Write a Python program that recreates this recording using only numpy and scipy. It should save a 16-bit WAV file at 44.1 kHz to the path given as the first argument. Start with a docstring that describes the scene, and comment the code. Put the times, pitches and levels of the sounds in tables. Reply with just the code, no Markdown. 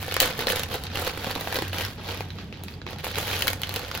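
"""A fine crackle and rustle of plastic: two hands squeeze and knead a noodle packet at a table.
Creases in the film buckle in sharp snaps over the swarm of tiny crackles, the dry noodles crunch dully
inside, and now and then a whole wall of the packet flips with a hollow pop. The film sounds in three
bands: low body, middle crack and high sizzle. The small room adds a short tail, a rumble and a low hum."""
import sys
import numpy as np
from scipy import signal
from scipy.fft import rfft, irfft
from scipy.io import wavfile
from scipy.ndimage import uniform_filter1d

SR = 44100
rng = np.random.default_rng(int(sys.argv[2]) if len(sys.argv) > 2 else 0)


def generate_wav(signal):
    """Clip the signal to [-1, 1] and save it as 16-bit WAV at the path in sys.argv[1]."""
    frames = np.transpose(np.atleast_2d(signal))
    scaled = np.clip(frames, -1, 1) * 32767
    pcm = np.round(scaled).astype(np.int16)
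    wavfile.write(sys.argv[1], SR, pcm)


N = 176400

# Tone colour of the packet: frequency_hz, gain_db
PACKET_EQ = [(60, -2), (170, -10), (280, -2), (380, -2.5), (495, 5), (620, -2.5), (740, 1), (1020, -2.5),
             (1600, 2), (2300, 2.5), (3100, 4), (4300, 3), (5200, -1.5), (6500, -8.5), (8600, -21),
             (10800, -9), (12500, -10), (15000, -9.5), (17000, -14.5)]
# Stereo image: frequency_hz, correlation, left_minus_right_db
STEREO_IMAGE = [(200, 0.96, -1.5), (600, 0.87, -2.5), (1200, 0.65, -5), (2200, 0.039, 0), (4000, 0.2, -2.5),
                (6000, 0, -1.5), (9000, 0, 2.5), (15100, 0, 5)]
# Fader ride for crackle and rustle as the fingers press and let go: time_s, body_db, crack_db, sizzle_db
FINGER_PRESSURE = [(0.0, -45, -40, -42.5), (0.192, -43.5, -34.5, -53), (0.216, -26, -23, -27),
                   (0.36, -42.5, -41, -51.5), (0.415, -33, -29, -36.5), (0.454, -38.5, -42.5, -52),
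                   (0.506, -34.5, -26.5, -26), (0.544, -41, -37, -47), (0.564, -37, -29.5, -37),
                   (0.675, -45, -46, -53.5), (0.743, -32, -30.5, -36), (0.802, -49, -46, -55),
                   (0.848, -39.5, -41.5, -51), (0.893, -51, -44, -61), (0.978, -33.5, -32, -39.5),
                   (1.043, -40, -37.5, -43), (1.072, -32.5, -28, -38), (1.126, -44, -41.5, -50),
                   (1.314, -35.5, -33.5, -42), (1.337, -46, -41.5, -49), (1.367, -35, -37.5, -48),
                   (1.467, -43, -39, -44.5), (1.566, -32, -32.5, -40.5), (1.721, -54, -44, -54),
                   (1.739, -33, -33.5, -36), (1.776, -38.5, -36.5, -50), (1.797, -31.5, -31.5, -35),
                   (1.831, -39, -31.5, -40.5), (1.966, -56, -52.5, -58), (1.99, -39.5, -43.5, -65),
                   (2.02, -48, -45.5, -56), (2.096, -34.5, -34, -44), (2.21, -45.5, -42.5, -52),
                   (2.26, -53, -49.5, -62), (2.365, -50.5, -51, -62), (2.395, -51, -42.5, -64),
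                   (2.44, -50, -50, -62), (2.519, -55, -60, -73), (2.534, -54, -46, -68),
                   (2.624, -47.5, -53.5, -69), (2.644, -61, -51.5, -57), (2.719, -51, -48.5, -55.5),
                   (2.809, -56, -60, -77), (2.854, -61, -61, -82), (2.868, -44.5, -41, -69),
                   (2.908, -42, -40.5, -47.5), (2.978, -46.5, -50, -68), (2.998, -46, -38, -49),
                   (3.023, -61, -52, -62), (3.042, -38, -37, -38.5), (3.148, -44, -36.5, -50),
                   (3.183, -31, -31, -33.5), (3.243, -41, -36.5, -41), (3.283, -35, -30, -37),
                   (3.392, -38.5, -31, -36.5), (3.467, -36.5, -40, -42), (3.482, -40, -34.5, -38),
                   (3.587, -47, -49, -56), (3.642, -45, -41, -50), (3.801, -39, -37, -43),
                   (3.816, -39.5, -38, -49), (3.931, -45, -43.5, -48), (3.951, -38, -34, -45),
                   (3.996, -43.5, -41, -54)]
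# Reverb of the small room: frequency_hz, t60_s, level_db
ROOM_TAIL = [(200, 0.4, -15), (595, 0.87, -13), (2000, 0.13, -4.5), (5000, 0.15, -7), (8440, 0.15, 0.5),
             (14800, 0.14, -26)]
# Spectrum of the steady rumble and hiss: frequency_hz, relative_db
RUMBLE_EQ = [(15, -38), (30, -24), (45, -6.5), (70, -0.5), (120, -4), (150, -1.5), (210, -6.5),
             (300, -11.5), (500, -20), (1000, -37), (3000, -30), (8000, -49.5), (16000, -57.5)]
# Fader ride that the low hum wavers around: time_s, level_db
HUM_RIDE = [(0, -43), (.25, -40), (.38, -53), (.55, -40), (.8, -51), (.91, -35), (1.2, -48), (1.62, -40),
            (1.85, -34), (2.0, -47), (2.21, -36), (2.5, -51), (2.7, -44), (2.9, -48), (3.12, -38.5),
            (3.8, -41), (4, -51)]
# Cues for the large creases, ahead of the band trims: start_s, ring_hz, body_db, crack_db, sizzle_db
CREASE_SNAPS = [(0.028, 2300, -32, -31.5, -37), (0.0814, 1050, -27, -36, -40), (0.112, 2300, -57, -26, -40),
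                (0.1228, 2840, -28.5, -26, -35), (0.1418, 3060, -32, -25, -28.5),
                (0.1659, 1630, -20, -19, -29), (0.202, 4530, -36, -12.5, -13.5),
                (0.209, 4000, -40, -22, -23), (0.2203, 3100, -26, -30, -22), (0.2285, 4340, -23, -20, -32),
                (0.3779, 4200, -55, -47, -38), (0.3915, 1900, -53, -26.5, -31.5),
                (0.4701, 4100, -19.5, -18.5, -30.5), (0.4836, 1840, -39, -19.5, -41),
                (0.501, 3080, -32, -20.5, -31), (0.5219, 1680, -60, -23.5, -28),
                (0.5314, 1700, -29, -28, -41), (0.5595, 4000, -26, -26.5, -27.5),
                (0.595, 3800, -28.5, -26, -29), (0.6341, 2960, -29, -24, -29.5),
                (0.8373, 4300, -64, -31.5, -37.5), (0.8677, 4020, -66, -30, -48),
                (0.9562, 2850, -29.5, -26, -35.5), (0.9724, 1770, -28, -27, -40),
                (0.998, 3280, -43, -42, -38), (1.014, 4000, -37, -37, -35), (1.0208, 1100, -27.5, -43, -35),
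                (1.048, 2960, -50, -32, -37), (1.0768, 1200, -32.5, -25, -31.5),
                (1.1747, 2480, -28.5, -39, -41.5), (1.2446, 1560, -29.5, -26, -38.5),
                (1.2716, 1100, -27.5, -45, -53), (1.3111, 4530, -79, -27.5, -37),
                (1.3527, 4000, -35, -26.5, -36), (1.36, 4000, -25.5, -33, -47),
                (1.4007, 4000, -52, -42, -42), (1.4099, 3970, -30, -30.5, -34),
                (1.4732, 1740, -24, -29.5, -45), (1.5259, 1820, -27, -25, -36),
                (1.544, 3970, -42, -31, -32), (1.5572, 4000, -35, -23.5, -32),
                (1.5655, 1720, -30, -27, -31.5), (1.5875, 1820, -25, -25, -35),
                (1.6221, 3000, -25.5, -26.5, -35.5), (1.682, 2840, -50, -38, -37.5),
                (1.7311, 2900, -31, -29, -46), (1.7646, 3500, -51, -38, -40), (1.784, 3120, -52, -25, -33),
                (1.8499, 5420, -56, -27.5, -37), (2.2068, 2470, -24.5, -29.5, -44),
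                (2.304, 4000, -59, -34, -55), (2.386, 1200, -55, -36, -69), (2.411, 2570, -60, -42, -69),
                (2.526, 2650, -41.5, -35, -64), (2.6366, 4000, -39.5, -40, -37.5),
                (2.6832, 2530, -56, -33, -52), (2.7392, 4800, -61, -41, -60), (2.8164, 1660, -40, -36, -74),
                (2.8659, 2540, -31, -33, -53), (2.9314, 1060, -34.5, -33.5, -58),
                (2.9857, 4270, -56, -37, -47), (3.0439, 2840, -30, -27, -35.5),
                (3.0672, 1850, -28, -30.5, -42), (3.1567, 4000, -43, -25, -36),
                (3.184, 3200, -35, -27.5, -34), (3.332, 3280, -30, -26, -45), (3.4222, 3040, -46, -17, -27),
                (3.471, 1480, -32, -20.5, -28), (3.4799, 2200, -42, -15, -23.5),
                (3.483, 2000, -32, -25, -34), (3.5022, 3260, -30.5, -30, -33),
                (3.532, 2370, -31, -27.5, -30), (3.6178, 4500, -41, -31, -32.5),
                (3.634, 3190, -35.5, -20, -41), (3.6928, 4230, -34.5, -28, -35.5),
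                (3.7407, 3040, -33.5, -29.5, -32), (3.761, 3870, -36, -23.5, -30.5),
                (3.7654, 3050, -25.5, -28, -34), (3.914, 1320, -49, -26, -42),
                (3.9503, 2820, -31, -27, -34.5), (3.9753, 1450, -46, -29, -35)]
# Cues for the hollow pops: start_s, pitch_hz, level_db
WALL_POPS = [(.390, 454, -22), (.419, 505, -30), (0.469, 473, -21), (0.504, 520, -19), (0.531, 487, -23.5),
             (.752, 440, -24), (1.074, 488, -21.5), (1.270, 544, -26.5), (1.555, 497, -26),
             (1.587, 514, -20), (1.621, 340, -27), (2.865, 360, -32.5), (3.175, 456, -24)]

# Each triple is body, crack, sizzle.
GRAIN_TRIM_DB, SNAP_TRIM_DB, RUSTLE_TRIM_DB = [-3, -2.5, -1], [-2.5, -2.5, 1], [-3.5, -5, -5]
GRAIN_DECAY_S, SNAP_DECAY_S = [0.0024, 0.00053, 0.00031], [0.0026, 0.0015, 0.001]
GRAIN_SHIVER_DB, SNAP_SHIVER_DB = [-5.5, -12, -13], [-16, -2.5, -12]
GRAIN_SPREAD_DB = [5, 0.5, 6.5]

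TABLE_ECHOES_S = [0.0039, 0.0057, .0087]
TAPS = 2048  # samples in a band response, and in one buckle


def amp(db):
    """Decibels to gain."""
    return 10 ** (np.asarray(db) / 20)


def unit(x):
    """Scale to an rms of one."""
    return x / np.sqrt(np.mean(x ** 2) + 1e-20)


def curve_at(points, hz, column=1):
    """One column of a table, interpolated along log frequency."""
    table = np.array(points, float)
    return np.interp(np.log(hz + 1), np.log(table[:, 0] + 1), table[:, column])


def add(mix, start_s, sound):
    """Drop a stereo sound into the mix."""
    part = mix[:, max(round(start_s * SR), 0):][:, :sound.shape[1]]
    part += sound[:, :part.shape[1]]


def drift(samples):
    """Smooth random movement with an rms of one."""
    return unit(uniform_filter1d(uniform_filter1d(rng.standard_normal(N), samples), samples))


def minimum_phase(gain):
    """The spectrum with this gain and the tightest attack."""
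    log_gain = np.log(np.maximum(gain, 1e-5))
    mirrored = np.r_[log_gain, log_gain[-2:0:-1]]
    return np.exp(np.conj(signal.hilbert(mirrored)))[:len(gain)]


def stereo(spectra, hz):
    """Blend two spectra into left and right: narrow lows, wide highs."""
    same = np.clip(curve_at(STEREO_IMAGE, hz), -1, 1)
    return np.array([spectra[0], same * spectra[0] + np.sqrt(1 - same ** 2) * spectra[1]])


def packet_bands(body_top_hz=1000, crack_top_hz=7000):
    """The packet's colour split into stereo responses for body, crack and sizzle."""
    hz = np.fft.rfftfreq(TAPS, 1 / SR)
    low = 1 / (1 + (hz / body_top_hz) ** 8)
    mid = 1 / (1 + (hz / crack_top_hz) ** 14)
    colour_db = curve_at(PACKET_EQ, hz)
    pan_db = curve_at(STEREO_IMAGE, hz, column=2) / 2
    return [np.array([minimum_phase(np.sqrt(share) * amp(colour_db + side * pan_db)) for side in (1, -1)])
            for share in (low, mid - low * mid, 1 - mid)]


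def finger_pressure():
    """Gains of body, crack and sizzle under the moving fingers."""
    times, *bands_db = np.transpose(FINGER_PRESSURE)
    return amp([np.interp(np.arange(N) / SR, times, db) for db in bands_db])


def buckle(bands, ring_hz, decays_s, shiver_db, ring_db, tick_db=-7, shiver_s=0.0048, ring_s=.0012):
    """One crease flips: a clean tick, a burst, a ringing facet and a shiver, in bands of unit energy."""
    t, hz = np.arange(TAPS) / SR, np.fft.rfftfreq(TAPS, 1 / SR)
    parts = []
    for k, (band, decay) in enumerate(zip(bands, decays_s)):
        burst = (1 + t / decay) * np.exp(-2 * t / decay)
        shiver = amp(shiver_db[k]) * np.exp(-t / shiver_s)
        noise = rng.standard_normal((2, TAPS)) * (burst + shiver)
        part = unit(irfft(stereo(rfft(noise), hz) * band))
        part = unit(part + amp(tick_db) * unit(irfft(band)))
        if k == 1:  # the facet rings in the crack band only
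            ring = np.sin(2 * np.pi * ring_hz * t + rng.normal(0, 0.29, (2, 1))) * np.exp(-t / ring_s)
            part = unit(part + amp(ring_db) * unit(irfft(rfft(ring) * band)))
        parts.append(part / np.sqrt(TAPS))
    return np.array(parts)


def crackle(bands, grains_per_s=420, facets=120, facet_range_hz=(1350, 4800), clump_s=.006):
    """Tiny creases and noodle crumbs break in clumps, mostly small, each on one of many ringing facets."""
    clump_db = 3 * drift(int(clump_s * SR))
    size_db = np.outer(GRAIN_SPREAD_DB, np.minimum(rng.exponential(1, N), 4))
    breaks = rng.random(N) < grains_per_s / SR
    colour_db = 2 * rng.standard_normal((3, N))
    gains = breaks * amp(size_db + clump_db + colour_db)
    # Even out the swarm so that the fingers ride its level.
    power = uniform_filter1d(uniform_filter1d(gains ** 2, size=1200), size=700)
    gains = gains * finger_pressure() * amp(GRAIN_TRIM_DB)[:, None] / np.sqrt(abs(power) + 1e-9)
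    facet = rng.integers(0, facets, N)
    grains = [buckle(bands, hz, GRAIN_DECAY_S, GRAIN_SHIVER_DB, ring_db=2)
              for hz in np.geomspace(*facet_range_hz, facets)]
    out = np.zeros((2, N))
    for i in np.flatnonzero(breaks):
        add(out, i / SR, np.tensordot(gains[:, i], grains[facet[i]], 1))
    return out


def rustle(bands, slips_per_s=2500, slip_s=0.00039, spread_db=3.5):
    """Film slides on skin and on itself in thousands of minute slips."""
    slips = (rng.random(N) < slips_per_s / SR) * amp(spread_db * rng.standard_normal(N))
    power = signal.lfilter([1], [1, -np.exp(-2 / (slip_s * SR))], slips ** 2)
    envelope = np.sqrt(power / (uniform_filter1d(power, size=900) + 1e-9))
    rub = envelope * rng.standard_normal((2, N))
    rub = irfft(stereo(rfft(rub), np.fft.rfftfreq(N, 1 / SR)), N)
    return sum(amp(db) * pressure * unit(signal.oaconvolve(rub, irfft(band), axes=1)[:, :N])
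               for db, pressure, band in zip(RUSTLE_TRIM_DB, finger_pressure(), bands))


def room_tone(rumble_db=-40.5, hum_hz=91.9, waver_hz=3.05, waver_db=2.5):
    """A bed of low rumble and faint hiss, with a hum that wavers in pitch and level."""
    hz, t = np.fft.rfftfreq(N, 1 / SR), np.arange(N) / SR
    noise = stereo(rfft(rng.standard_normal((2, N))), hz)
    rumble = amp(rumble_db) * unit(irfft(noise * amp(curve_at(RUMBLE_EQ, hz)), N))
    cycles = np.cumsum(hum_hz + waver_hz * drift(samples=2000)) / SR
    hum_db = np.interp(t, *np.transpose(HUM_RIDE)) + waver_db * drift(samples=2500)
    hum = amp(hum_db) * np.sqrt(2) * np.sin(2 * np.pi * cycles)
    return (rumble + hum) * amp([[-.6], [.6]])  # leans a little to the right


def room_reverb(sound, fade_in_s=0.0038, echo_db=-22.5):
    """Wet signal only: quick echoes off the table, then a short diffuse tail."""
    n = SR // 2
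    hz, t, noise = signal.stft(rng.standard_normal((2, n)), SR, nperseg=256)
    t60 = curve_at(ROOM_TAIL, hz)[:, None]
    fade = amp(curve_at(ROOM_TAIL, hz, column=2)[:, None] - 60 * t / t60)
    fade *= np.sqrt(2 * np.log(1000) / (t60 * SR))  # a longer decay adds no energy
    tail = signal.istft(stereo(noise, hz[:, None]) * fade, SR, nperseg=256)[1][:, :n]
    tail *= np.minimum(np.arange(n) / SR / fade_in_s, 1)
    for echo_s in TABLE_ECHOES_S:
        arrivals = np.round((echo_s + rng.uniform(0, .0002, 2)) * SR).astype(int)
        tail[[0, 1], arrivals] += amp(echo_db)
    return signal.fftconvolve(sound, tail, axes=1)[:, :N]


def crease_snaps(bands, usual_db=-34, doubling_db=46, rms_window_s=.005):
    """Large creases give way one by one: the bigger, the longer; the lighter, the clearer the ring."""
    out = np.zeros((2, N))
    for start_s, ring_hz, *levels_db in CREASE_SNAPS:
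        gains = amp(np.add(levels_db, SNAP_TRIM_DB)) * np.sqrt(rms_window_s * SR)
        excess_db = levels_db[1] - usual_db
        decays_s = np.array(SNAP_DECAY_S) * 2 ** (excess_db / doubling_db)
        ring_db = -1 + .5 * max(-excess_db, 0)
        snap = buckle(bands, ring_hz, decays_s, SNAP_SHIVER_DB, ring_db)
        add(out, start_s, np.tensordot(gains, snap, 1))
    return out


def wall_pops(decay_cycles=3.1, sag=0.029, overtone_ratio=1.594, overtone_db=-8.5):
    """A whole wall of the packet flips and rings briefly in two modes, sinking in pitch as it slackens."""
    t, out = np.arange(0, .08, 1 / SR), np.zeros((2, N))
    for start_s, pitch_hz, level_db in WALL_POPS:
        fade = np.exp(-t * pitch_hz / decay_cycles)
        phase = 2 * np.pi * np.cumsum(pitch_hz * (1 + sag * (fade - .5))) / SR
        modes = np.sin(phase) + amp(overtone_db) * np.sin(overtone_ratio * phase)
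        pan = amp(curve_at(STEREO_IMAGE, pitch_hz, column=2) * np.array([[.5], [-.5]]))
        add(out, start_s, amp(level_db) * modes * fade * pan)
    return out


def scene():
    """The packet moves in the hands, so its echoes shift between two paths through the room."""
    bands = packet_bands()
    packet = crease_snaps(bands) + crackle(bands) + rustle(bands) + wall_pops()
    turn = 2 * np.pi * np.arange(N) / N
    reverb = room_reverb(packet * np.cos(turn)) + room_reverb(packet * np.sin(turn))
    return packet + reverb + room_tone()


def record(dry):
    """Hard-clip any peak over the ceiling, then cut the very top of the treble."""
    lowpass = signal.firwin(401, 15950, window=("kaiser", 8), fs=SR)
    return signal.oaconvolve(np.clip(dry, -.85, .85), lowpass[None], "same")


dry = scene()
out = record(dry)
generate_wav(out)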